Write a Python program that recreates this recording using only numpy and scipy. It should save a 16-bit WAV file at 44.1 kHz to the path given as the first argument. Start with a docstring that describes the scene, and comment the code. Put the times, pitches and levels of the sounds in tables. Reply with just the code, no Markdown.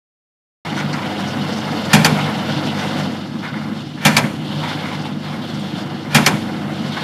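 """Dough-twisting machine, close above

A motor hums through a sheet-steel cabinet and gears rattle, both following one load; a conveyor rubs.
The twisting head scrapes in short swells and clinks; play in the drive gives dull knocks.
About every two seconds the cutter slams down and snaps back, overloading the microphone."""
import sys
import numpy as np
from scipy import signal
from scipy.fft import rfft, irfft
from scipy.io import wavfile

SR = 44100
rng = np.random.default_rng(int(sys.argv[2]) if len(sys.argv) > 2 else 0)


def master_out(mix):
    """Clip the mix to full scale and print it as 16-bit PCM to the path in sys.argv[1]."""
    frames = np.transpose(np.atleast_2d(mix))
    ceiling = np.clip(frames, -1, 1)
    pcm = np.round(ceiling * 32767).astype(np.int16)
    wavfile.write(sys.argv[1], SR, pcm)


N = 310023
TIME_S = np.arange(N) / SR
BINS_HZ = np.arange(N // 2 + 1) * SR / N

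# drive load (time [s], level [dB])
DRIVE_LOAD = [(0.7, -4), (1.15, -1), (1.75, 0.5), (2.35, 0.5), (3.0, 1), (3.27, -10.5), (3.7, -6.5),
              (3.92, -14.5), (4.4, -7.5), (4.7, -3.5), (5.0, -4.5), (5.18, -11), (5.35, -6), (5.78, -6.5),
              (5.97, -8), (6.45, -5), (6.67, -4), (7.0, -6.5)]
# motor partials (frequency [Hz], level [dB], waver [ratio])
HUM_PARTIALS = [(99.9, -37, 0.088), (149.4, -31, 0.82), (199.4, -32, 0.95), (249, -36.5, 0.81),
                (303.6, -39.5, 0.8)]
# cabinet panel resonances (frequency [Hz], width [Hz], gain [dB])
CABINET_RESONANCES = [(130, 51, -9), (150.1, 7.1, 2), (191, 19.5, -2), (220.2, 10.1, 2.5),
                      (253, 10.8, -2.5), (291.7, 11, -3.5), (317.6, 37.6, -6.5)]
# gear rattle (frequency [Hz], density [dB])
GEAR_SPECTRUM = [(250, -21), (380, -4.5), (480, 6), (620, 4), (760, 3), (980, 1.5), (1200, 2.5),
                 (1400, 1.5), (1900, -6), (2150, -9.5), (2550, -10.5), (3500, -32), (7000, -29.5),
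                 (14000, -33)]
# gear housing resonances (frequency [Hz], width [Hz], gain [dB])
HOUSING_RESONANCES = [(726, 67, 11), (842, 18, 11.5), (2060, 100, 6), (2940, 330, -5), (4380, 48, -7)]
# belt rub (frequency [Hz], density [dB])
BELT_SPECTRUM = [(1500, -36), (2600, 5), (2950, 10), (3300, 6), (3700, 6.5), (4250, 2), (4500, 3.5),
                 (5000, 3), (6000, -10), (7200, -11.5), (9000, -17), (12000, -21), (14500, -36)]
# independently flickering rub bands (low [Hz], high [Hz])
BELT_BANDS = [(1500, 4000), (4000, 6000), (6000, 16000)]
# belt rub envelope (time [s], level [dB])
BELT_LEVEL = [(0.7, -35), (1.15, -34.5), (1.75, -31.5), (2.35, -31), (3.0, -31.5), (3.27, -40),
              (3.62, -39.5), (3.77, -39), (3.95, -41), (4.39, -41.5), (4.55, -35), (5.05, -36), (5.18, -43),
              (5.3, -39), (5.97, -39.5), (6.42, -38.5), (6.67, -40), (6.76, -35)]
# frame rumble (frequency [Hz], density [dB])
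FRAME_SPECTRUM = [(15, -10), (60, -10.5), (90, 2), (300, -13), (3000, -43)]

# head scrapes, plus the cutter's dull clatter after its return (the 560 Hz rows) and a hiss-only swell of the
# belt at 4.44 s (time [s], length [s], rub [dB], hiss [dB], pitch [Hz])
SCRAPE_EVENTS = [(0.638, 0.18, -31.5, -55, 840), (0.77, 0.035, -25.5, -34, 1455),
                 (0.917, 0.16, -29.5, -57, 960), (2.144, 0.17, -27, -44, 826),
                 (2.53, 0.037, -33, -48, 1350), (2.775, 0.066, -26.5, -40, 850),
                 (3.419, 0.05, -26.5, -41, 1460), (3.531, 0.04, -31, -51, 2000),
                 (3.594, 0.049, -35.5, -63, 1300), (3.715, .02, -44, -55, 900),
                 (3.972, .015, -35, -51, 1700), (4.227, 0.032, -26, -43, 560), (4.442, 0.16, -50, -37, 855),
                 (4.628, 0.022, -23, -32.5, 860), (4.675, 0.065, -29.5, -32.5, 850),
                 (4.767, 0.055, -34.5, -46, 2180), (4.845, 0.035, -29, -43, 2070),
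                 (4.914, .025, -31, -44, 970), (5.045, .015, -32, -37, 870),
                 (5.22, 0.065, -33.5, -39, 1300), (5.312, 0.049, -34.5, -42, 1400),
                 (5.41, 0.3, -65, -38.5, 850), (5.748, 0.059, -54, -37.5, 850),
                 (6.318, .025, -27, -50, 560), (6.837, .012, -30, -50, 1450),
                 (6.915, 0.033, -34, -32.5, 1440), (6.964, 0.022, -27, -38, 1510),
                 (6.998, .025, -32, -34, 1090)]
# head rasp (frequency [Hz], density [dB])
RASP_SPECTRUM = [(450, -6.5), (850, 9.5), (1100, 13.5), (1400, 11), (1800, 7), (2150, 10), (2600, 1),
                 (4000, -26), (7000, -21.5), (14000, -43)]
# steel rung by a scrape (pitch [ratio], width [Hz], gain [dB])
SCRAPE_RESONANCES = [(1, 70, 16), (1.55, 180, -2.5), (2.45, 260, -3)]
# bright rubbing hiss that swells with the scrapes (frequency [Hz], density [dB])
SCRAPE_HISS_SPECTRUM = [(2000, -25), (2700, 2.5), (3200, 9.5), (3700, 8), (4400, 3.5), (5800, -10),
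                        (7500, -15), (14000, -22)]
# head parts catching, plus one bounce of the cutter just after the slam at 6.18 s (time [s], length [s], level
# [dB], pitch [Hz])
CLINK_EVENTS = [(0.765, .035, -39, 5900), (0.927, .012, -31, 5000), (0.931, .012, -31, 2000),
                (0.978, .008, -32, 2400), (1.059, .012, -35, 3200), (1.158, .01, -36, 3200),
                (1.235, .02, -36, 3300), (1.272, .02, -40, 5800), (1.303, .012, -33.5, 3300),
                (1.518, .02, -37, 5300), (1.564, .04, -38, 5500), (1.762, .015, -34.5, 3400),
                (1.848, .012, -42, 7400), (1.894, .01, -34, 3400), (2.168, .015, -39, 6000),
                (2.232, .015, -34, 3500), (2.385, .012, -33.5, 3600), (2.517, .012, -37, 4800),
                (2.782, .03, -39, 5900), (2.992, .012, -39, 5400), (3.205, .015, -42, 4300),
                (4.685, .02, -35, 4150), (5.012, .015, -42, 5300), (5.49, .012, -42, 4900),
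                (5.538, .012, -40.5, 5400), (5.594, .006, -46, 8500), (5.77, .06, -43, 4900),
                (6.184, .005, -21, 1800), (6.412, .012, -39, 3500)]
# steel rung by a clink (pitch [ratio], width [Hz], gain [dB])
CLINK_RESONANCES = [(.85, 400, 5), (1, 300, 7), (1.12, 400, 2), (1.5, 1800, -9)]

# cutter strokes (slam time [s], strength [dB], thump offset [dB], base chatter [s], return delay [s])
CUTTER_STROKES = [(1.9309, 2.2, 1, 0.008, .1142), (4.0498, 1.2, -1.5, 0.018, .1155),
                  (6.1455, 1.5, -1.5, 0.018, .1158)]
# sliding blade (frequency [Hz], density [dB])
SLIDE_SPECTRUM = [(500, 0), (1500, 0), (2500, -1), (4000, -4), (7000, -17.5), (14000, -26)]
# cutter arm modes (frequency [Hz], level [dB], base t60 [s])
ARM_MODES = [(572, -7, .25), (762, 0, .2), (815, 1, .14), (849, 2, .2), (940, -1, .16), (1314, 2.5, .21),
             (1426, 2, .16), (1612, 2.5, .2), (1767, 3.5, .17), (1865, 3, .14), (2312, 5, .17),
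             (2332, 5, .16), (2415, 3.5, .16), (2505, 0, .12), (2722, -1, .22), (3245, -1, .14),
             (3300, -3.5, .12), (3472, -1.5, .16), (3800, -3, .13), (4200, -5, .15), (4542, -2.5, .17),
             (4915, -4.5, .18), (5230, -5.5, .19), (5400, -8, .14), (5840, -9, .13), (6420, -9, .11),
             (6920, -11, .12), (7480, -12, .12)]
# down blow (clash [dB], thump [dB], chatter [ratio], tilt [dB/octave], tail [dB], t60 [ratio])
SLAM_BLOW = (-7.3, -2.2, 2.0, 0.85, -13.3, .92)
# return blow (clash [dB], thump [dB], chatter [ratio], tilt [dB/octave], tail [dB], t60 [ratio])
RETURN_BLOW = (-6.1, -12.5, 0.25, 0.55, -20.5, .75)
# blade bounce after a blow (delay [s], gain [dB], tilt [dB/octave])
BLADE_BOUNCE = (.013, -6, 1.2)
# blade clash before tilt (frequency [Hz], density [dB])
CLASH_SPECTRUM = [(100, -2), (380, -2.5), (700, 1), (1100, 2.5), (1700, -0.5), (2400, 5), (2800, -9.5),
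                  (3300, 26), (3900, -2.5), (4500, -5.5), (6000, -4.5), (8500, -8.5), (11500, -9.5),
                  (14500, -18)]
# clash decay (frequency [Hz], base t60 [s])
CLASH_DECAY = [(150, 1), (800, 0.39), (3000, 0.08), (6000, 0.092), (13000, 0.061)]
# struck cabinet modes (frequency [Hz], level [dB], t60 [s])
THUMP_MODES = [(128, -8, .55), (153, 1.5, 0.42), (205.5, -.5, 0.38), (232.7, -2, 0.37), (277.6, -12, 0.6),
               (308.8, -14, 0.29)]
# return spring resonances (frequency [Hz], width [Hz], gain [dB])
SPRING_RESONANCES = [(4230, 120, 3), (4570, 260, 5), (4970, 300, 2), (5500, 350, 1), (5950, 300, 2)]
# knocks on the cabinet: play in the drive, and the cutter arm bottoming out just after a slam (time [s],
# strength [dB])
KNOCK_EVENTS = [(2.554, -14), (3.088, -16.5), (3.314, -15), (4.092, -9), (4.558, -13), (4.991, -15),
                (5.527, -16), (5.729, -13.5), (6.188, -11)]

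# echoes off nearby steel panels (delay [s], gain [dB])
PANEL_ECHOES = [(.0023, -26.5), (.0041, -21), (.0067, -26.5), (.0094, -14.5)]
# stereo spread (frequency [Hz], side re mid [dB])
SIDE_SPECTRUM = [(3300, -76), (4100, -58), (5500, -16.5), (8000, -9), (12000, -6.5)]
# microphone notches (frequency [Hz], width [Hz], gain [dB])
MIC_DIPS = [(1198, 234, -4.5), (2565, 120, -6), (3040, 42, -4), (3952, 130, -26), (7700, 86, -15)]


def from_db(db):
    """Decibels to gain."""
    return 10 ** (np.asarray(db) / 20)


def unit_rms(x):
    """Scale to rms 1."""
    return x / np.sqrt(np.mean(x ** 2) + 1e-20)


def at_hz(table, hz):
    """Interpolate over log frequency."""
    known_hz, values = np.transpose(table)
    return np.interp(np.log(hz + 1e-9), np.log(known_hz), values)


def colour(x, spectrum):
    """Apply a spectrum, rolled off below its first point; rms 1."""
    skirt = np.minimum(BINS_HZ / spectrum[0][0], 1) ** 2
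    return unit_rms(irfft(rfft(x) * from_db(at_hz(spectrum, BINS_HZ)) * skirt, N))


def bandpass(x, band_hz, order=4):
    """Butterworth band-pass."""
    return signal.sosfilt(signal.butter(order, band_hz, "band", fs=SR, output="sos"), x)


def drift(rate_hz):
    """Smooth random wander; rms 1."""
    return unit_rms(irfft(rfft(rng.standard_normal(N)) * np.exp(-(BINS_HZ / rate_hz) ** 2), N))


def resonate(x, resonances, pitch=1):
    """Parallel two-pole resonators, alternating in sign; pitch multiplies their frequencies."""
    out = 0
    for k, (centre, width_hz, db) in enumerate(resonances):
        hz = pitch * centre
        peak = signal.iirpeak(hz, hz / width_hz, fs=SR)
        out += (-1) ** k * from_db(db) * signal.lfilter(*peak, x + 1e-18)
    return out


def ring(modes, t, detune):
    """Struck body: decaying sines with random spread in level and tuning."""
    out = 0
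    for k, (hz, db, t60_s) in enumerate(modes):
        decay = from_db(db + rng.normal(0, 1.0) - 60 * t / t60_s)
        detuned_hz = hz * (1 + detune * rng.standard_normal())
        out += (-1) ** k * decay * np.sin(2 * np.pi * detuned_hz * t)
    return out


def grains(per_s, spread_db):
    """Random contacts of uneven strength; rms 1."""
    sizes = from_db(spread_db * np.minimum(rng.exponential(1, N), 4)) * rng.choice([-1, 1], N)
    return unit_rms(sizes * (rng.random(N) < per_s / SR))


def swell(t, length_s, attack_s, t60_s):
    """Envelope: linear rise, hold until length_s, decay."""
    return np.minimum(t / attack_s, 1) * from_db(-60 * np.maximum(t - length_s, 0) / t60_s)


def add(out, time_s, sound):
    """Mix a sound in at time_s."""
    start = min(int(time_s * SR), N)
    out[start:start + len(sound)] += sound[:N - start]


def motor():
    """Magnetic hum and harmonics, each wavering in level and phase."""
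    out = 0
    for hz, db, waver in HUM_PARTIALS:
        sway = 1 + waver * (drift(15.0) + 1j * drift(13.5)) / np.sqrt(2)
        tone = np.exp(2j * np.pi * (hz * TIME_S + rng.random()))
        out += from_db(db) * unit_rms(np.real(sway * tone))
    return out


def cabinet(level_db, shaft_hz=24.3):
    """The drive shakes the steel panels; their boom throbs with the shaft."""
    throb = 1 + 0.4 * np.sin(2 * np.pi * shaft_hz * TIME_S + drift(2.6))
    boom = resonate(throb * grains(per_s=770, spread_db=1.0), CABINET_RESONANCES)
    return from_db(level_db) * unit_rms(bandpass(boom, [112, 380]))


def gears(level_db):
    """Teeth chatter in throbbing clumps and ring the housing."""
    throb = 1 + 0.11 * np.sin(2 * np.pi * 21.0 * TIME_S) + 0.024 * np.sin(2 * np.pi * 25.0 * TIME_S)
    teeth = grains(per_s=3500, spread_db=1.0) * throb * from_db(1.16 * drift(23))
    housing = from_db(-8) * unit_rms(resonate(teeth[::-1], HOUSING_RESONANCES))
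    return from_db(level_db) * unit_rms(colour(teeth, GEAR_SPECTRUM) + housing)


def conveyor(level_db, flicker_db=1.5, flicker_hz=20):
    """The belt crosses its bed in tiny slips, now duller, now brighter."""
    slips = grains(per_s=9000, spread_db=2.2) * from_db(1.1 * drift(45))
    rub = colour(slips, BELT_SPECTRUM)
    bands = [bandpass(rub, band_hz) * from_db(flicker_db * drift(flicker_hz)) for band_hz in BELT_BANDS]
    return from_db(level_db) * unit_rms(sum(bands))


def frame(level_db, shudder_db=-34, shudder_t60_s=0.83):
    """The frame rumbles and shudders at each slam."""
    shake = from_db(level_db)
    for time_s, db, *_ in CUTTER_STROKES:
        add(shake, time_s, from_db(shudder_db + db - 60 * TIME_S / shudder_t60_s))
    return shake * colour(rng.standard_normal(N), FRAME_SPECTRUM)


def scrapes():
    """The turning head rubs in swells: rasp, ringing steel, bright hiss; the same swells give the cutter's dull
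    clatter after its return and one swell of the belt."""
    out, t = np.zeros(N), TIME_S[:SR // 2]
    slips = grains(per_s=6600, spread_db=3.5) * from_db(3.0 * drift(48))
    rasp = colour(slips, RASP_SPECTRUM)
    hiss = colour(rng.standard_normal(N), SCRAPE_HISS_SPECTRUM)
    for time_s, length_s, rub_db, hiss_db, pitch_hz in SCRAPE_EVENTS:
        span = (int(time_s * SR) + np.arange(len(t))) % N
        steel = resonate(slips[::-1][span], SCRAPE_RESONANCES, pitch_hz)
        rub = unit_rms(rasp[span] + from_db(-5) * unit_rms(steel))
        envelope = swell(t, length_s, attack_s=0.008, t60_s=0.2)
        add(out, time_s, envelope * (from_db(rub_db) * rub + from_db(hiss_db) * hiss[span]))
    return out


def clinks():
    """Head parts catch, and the cutter bounces once: brief runs of tiny impacts ring small steel pieces."""
    out, t = np.zeros(N), TIME_S[:SR // 5]
    impacts = grains(per_s=1700, spread_db=-3.5)
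    for k, (time_s, length_s, db, pitch_hz) in enumerate(CLINK_EVENTS):
        run = np.roll(impacts, k * len(t))[:len(t)]
        steel = unit_rms(resonate(run, CLINK_RESONANCES, pitch_hz))
        add(out, time_s, from_db(db) * swell(t, length_s, attack_s=0.003, t60_s=0.075) * steel)
    return out


def slide(slam_lead_s=0.043, return_lead_s=0.085, modes_below_hz=2600):
    """The blade rubs its guide, harder toward each stop; the lower arm modes sing."""
    pressure = np.zeros(N)
    for slam_s, *_, delay_s in CUTTER_STROKES:
        travels = [(slam_s, slam_lead_s, -27), (slam_s + delay_s, return_lead_s, -26.5)]
        for stop_s, length_s, db in travels:
            rise = np.sqrt(TIME_S[TIME_S < length_s] / length_s)
            add(pressure, stop_s - length_s, from_db(db) * rise)
    friction = rng.standard_normal(N)
    resonances = [(hz, 60, db) for hz, db, _ in ARM_MODES if hz < modes_below_hz]
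    singing = unit_rms(resonate(friction, resonances))
    return pressure * (0.83 * singing + 0.97 * colour(friction, SLIDE_SPECTRUM))


def clash(t, chatter_s, tilt_db_oct, tail_db, t60_ratio, room_t60_s=0.71):
    """Dense plate modes as noise bands, decaying slower during blade chatter, plus a room tail."""
    edges_hz = np.geomspace(90, 16000, num=21)
    centres_hz = np.sqrt(edges_hz[1:] * edges_hz[:-1])
    density_db = at_hz(CLASH_SPECTRUM, centres_hz) + tilt_db_oct * np.log2(centres_hz / 2500)
    gains = from_db(density_db) * np.sqrt(np.diff(edges_hz))
    gains /= np.linalg.norm(gains)
    decay_time_s = 0.55 * np.minimum(t, chatter_s) + np.maximum(t - chatter_s, 0)
    out = 0
    for low_hz, high_hz, hz, gain in zip(edges_hz, edges_hz[1:], centres_hz, gains):
        band = unit_rms(bandpass(rng.standard_normal(len(t)), [low_hz, high_hz], order=3))
        direct = from_db(-60 * decay_time_s / (t60_ratio * at_hz(CLASH_DECAY, hz)))
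        tail = from_db(tail_db - 2.5 * np.log2(max(hz / 1500, 1)) - 60 * t / room_t60_s)
        out += gain * band * np.hypot(direct, tail)
    return out * (1 - np.exp(-t / 0.0017))


def thump(t):
    """Low cabinet modes, tuned a little differently at each strike."""
    return from_db(-7) * ring(THUMP_MODES, t, detune=0.019)


def blow(kind, thump_offset_db, chatter_s, arm_db):
    """The blade clashes, bounces once, rings the arm and thumps the cabinet."""
    clash_db, thump_db, chatter_ratio, tilt_db_oct, tail_db, t60_ratio = kind
    bounce_s, bounce_db, bounce_tilt_db_oct = BLADE_BOUNCE
    t = TIME_S[:SR * 3 // 4]
    crunch = clash(t, chatter_ratio * chatter_s, tilt_db_oct, tail_db, t60_ratio)
    bounce = from_db(bounce_db) * clash(t, 0, bounce_tilt_db_oct, tail_db, t60_ratio)
    crunch += np.pad(bounce, (int(bounce_s * SR), 0))[:len(t)]
    modes = [(hz, db, t60_ratio * t60_s) for hz, db, t60_s in ARM_MODES]
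    arm = from_db(arm_db) * ring(modes, t, detune=0.0021) * (1 - np.exp(-t / 0.0028))
    boom = from_db(thump_db + thump_offset_db) * thump(t) * (1 - np.exp(-t / 0.005))
    return from_db(clash_db) * crunch + arm + boom


def spring(level_db=-7, attack_s=0.0012, t60_s=0.036):
    """The return spring gives a short, bright snap."""
    t = TIME_S[:SR // 5]
    envelope = from_db(level_db - 60 * t / t60_s) * (1 - np.exp(-t / attack_s))
    return envelope * unit_rms(resonate(rng.standard_normal(len(t)), SPRING_RESONANCES))


def cutter():
    """The arm slides down, slams, slides back and snaps against its rest."""
    out = np.zeros(N)
    for slam_s, db, thump_offset_db, chatter_s, delay_s in CUTTER_STROKES:
        gain = from_db(db)
        add(out, slam_s, gain * blow(SLAM_BLOW, thump_offset_db, chatter_s, arm_db=-18.4))
        add(out, slam_s + delay_s, gain * blow(RETURN_BLOW, thump_offset_db, chatter_s, arm_db=-21.2))
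        add(out, slam_s + delay_s, gain * spring())
    return out + slide()


def knocks(settle_s=0.185, settle_db=-9, attack_s=0.005, damping_db_per_s=200):
    """The settling cutter arm and play in the drive bump the cabinet."""
    out, t = np.zeros(N), TIME_S[:SR // 3]
    settling = [(slam_s + settle_s, db + settle_db) for slam_s, db, *_ in CUTTER_STROKES]
    envelope = from_db(-damping_db_per_s * t) * (1 - np.exp(-(t / attack_s) ** 2))
    for time_s, db in settling + list(KNOCK_EVENTS):
        add(out, time_s, from_db(db) * envelope * thump(t))
    return out


def reflect(x):
    """Close panel echoes add a hollow colour at unchanged level."""
    out = x.copy()
    for delay_s, db in PANEL_ECHOES:
        add(out, delay_s, from_db(db) * x)
    return unit_rms(out) * np.std(x)


def widen(x, t60_s=0.06):
    """The treble is spread between left and right; the lows stay centred."""
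    t = TIME_S[:SR // 16]
    smear = rng.standard_normal(len(t)) * from_db(-60 * t / t60_s)
    smear /= np.linalg.norm(smear)
    side = irfft(rfft(x) * rfft(smear, N) * from_db(at_hz(SIDE_SPECTRUM, BINS_HZ)), N)
    return np.array([x + side, x - side])


def scene(start_s=0.649):
    """The whole machine in stereo, cutting in at start_s."""
    load_db = np.interp(TIME_S, *np.transpose(DRIVE_LOAD))
    drive = from_db(0.65 * load_db) * motor() + cabinet(-23.5 + 0.42 * load_db) + knocks()
    head = gears(-26 + 0.92 * load_db) + scrapes() + clinks()
    belt = conveyor(np.interp(TIME_S, *np.transpose(BELT_LEVEL)))
    machine = drive + reflect(head + belt) + cutter() + frame(-50.5 + 0.42 * load_db)
    gate = np.clip((TIME_S - start_s) / 0.0017, 0, 1)
    return widen(machine) * gate


def record(dry, ceiling=0.95, cutoff_hz=14350):
    """Microphone: narrow dips, soft overload on the blows, steep low-pass."""
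    for hz, width_hz, db in MIC_DIPS:
        band = signal.lfilter(*signal.iirpeak(hz, hz / width_hz, fs=SR), dry)
        dry = dry - (1 - from_db(db)) * band
    clipped = dry / (1 + (dry / ceiling) ** 6) ** (1 / 6)
    return signal.sosfilt(signal.ellip(10, 0.2, 80, cutoff_hz, fs=SR, output="sos"), clipped)


dry = scene()
out = record(dry)
master_out(out)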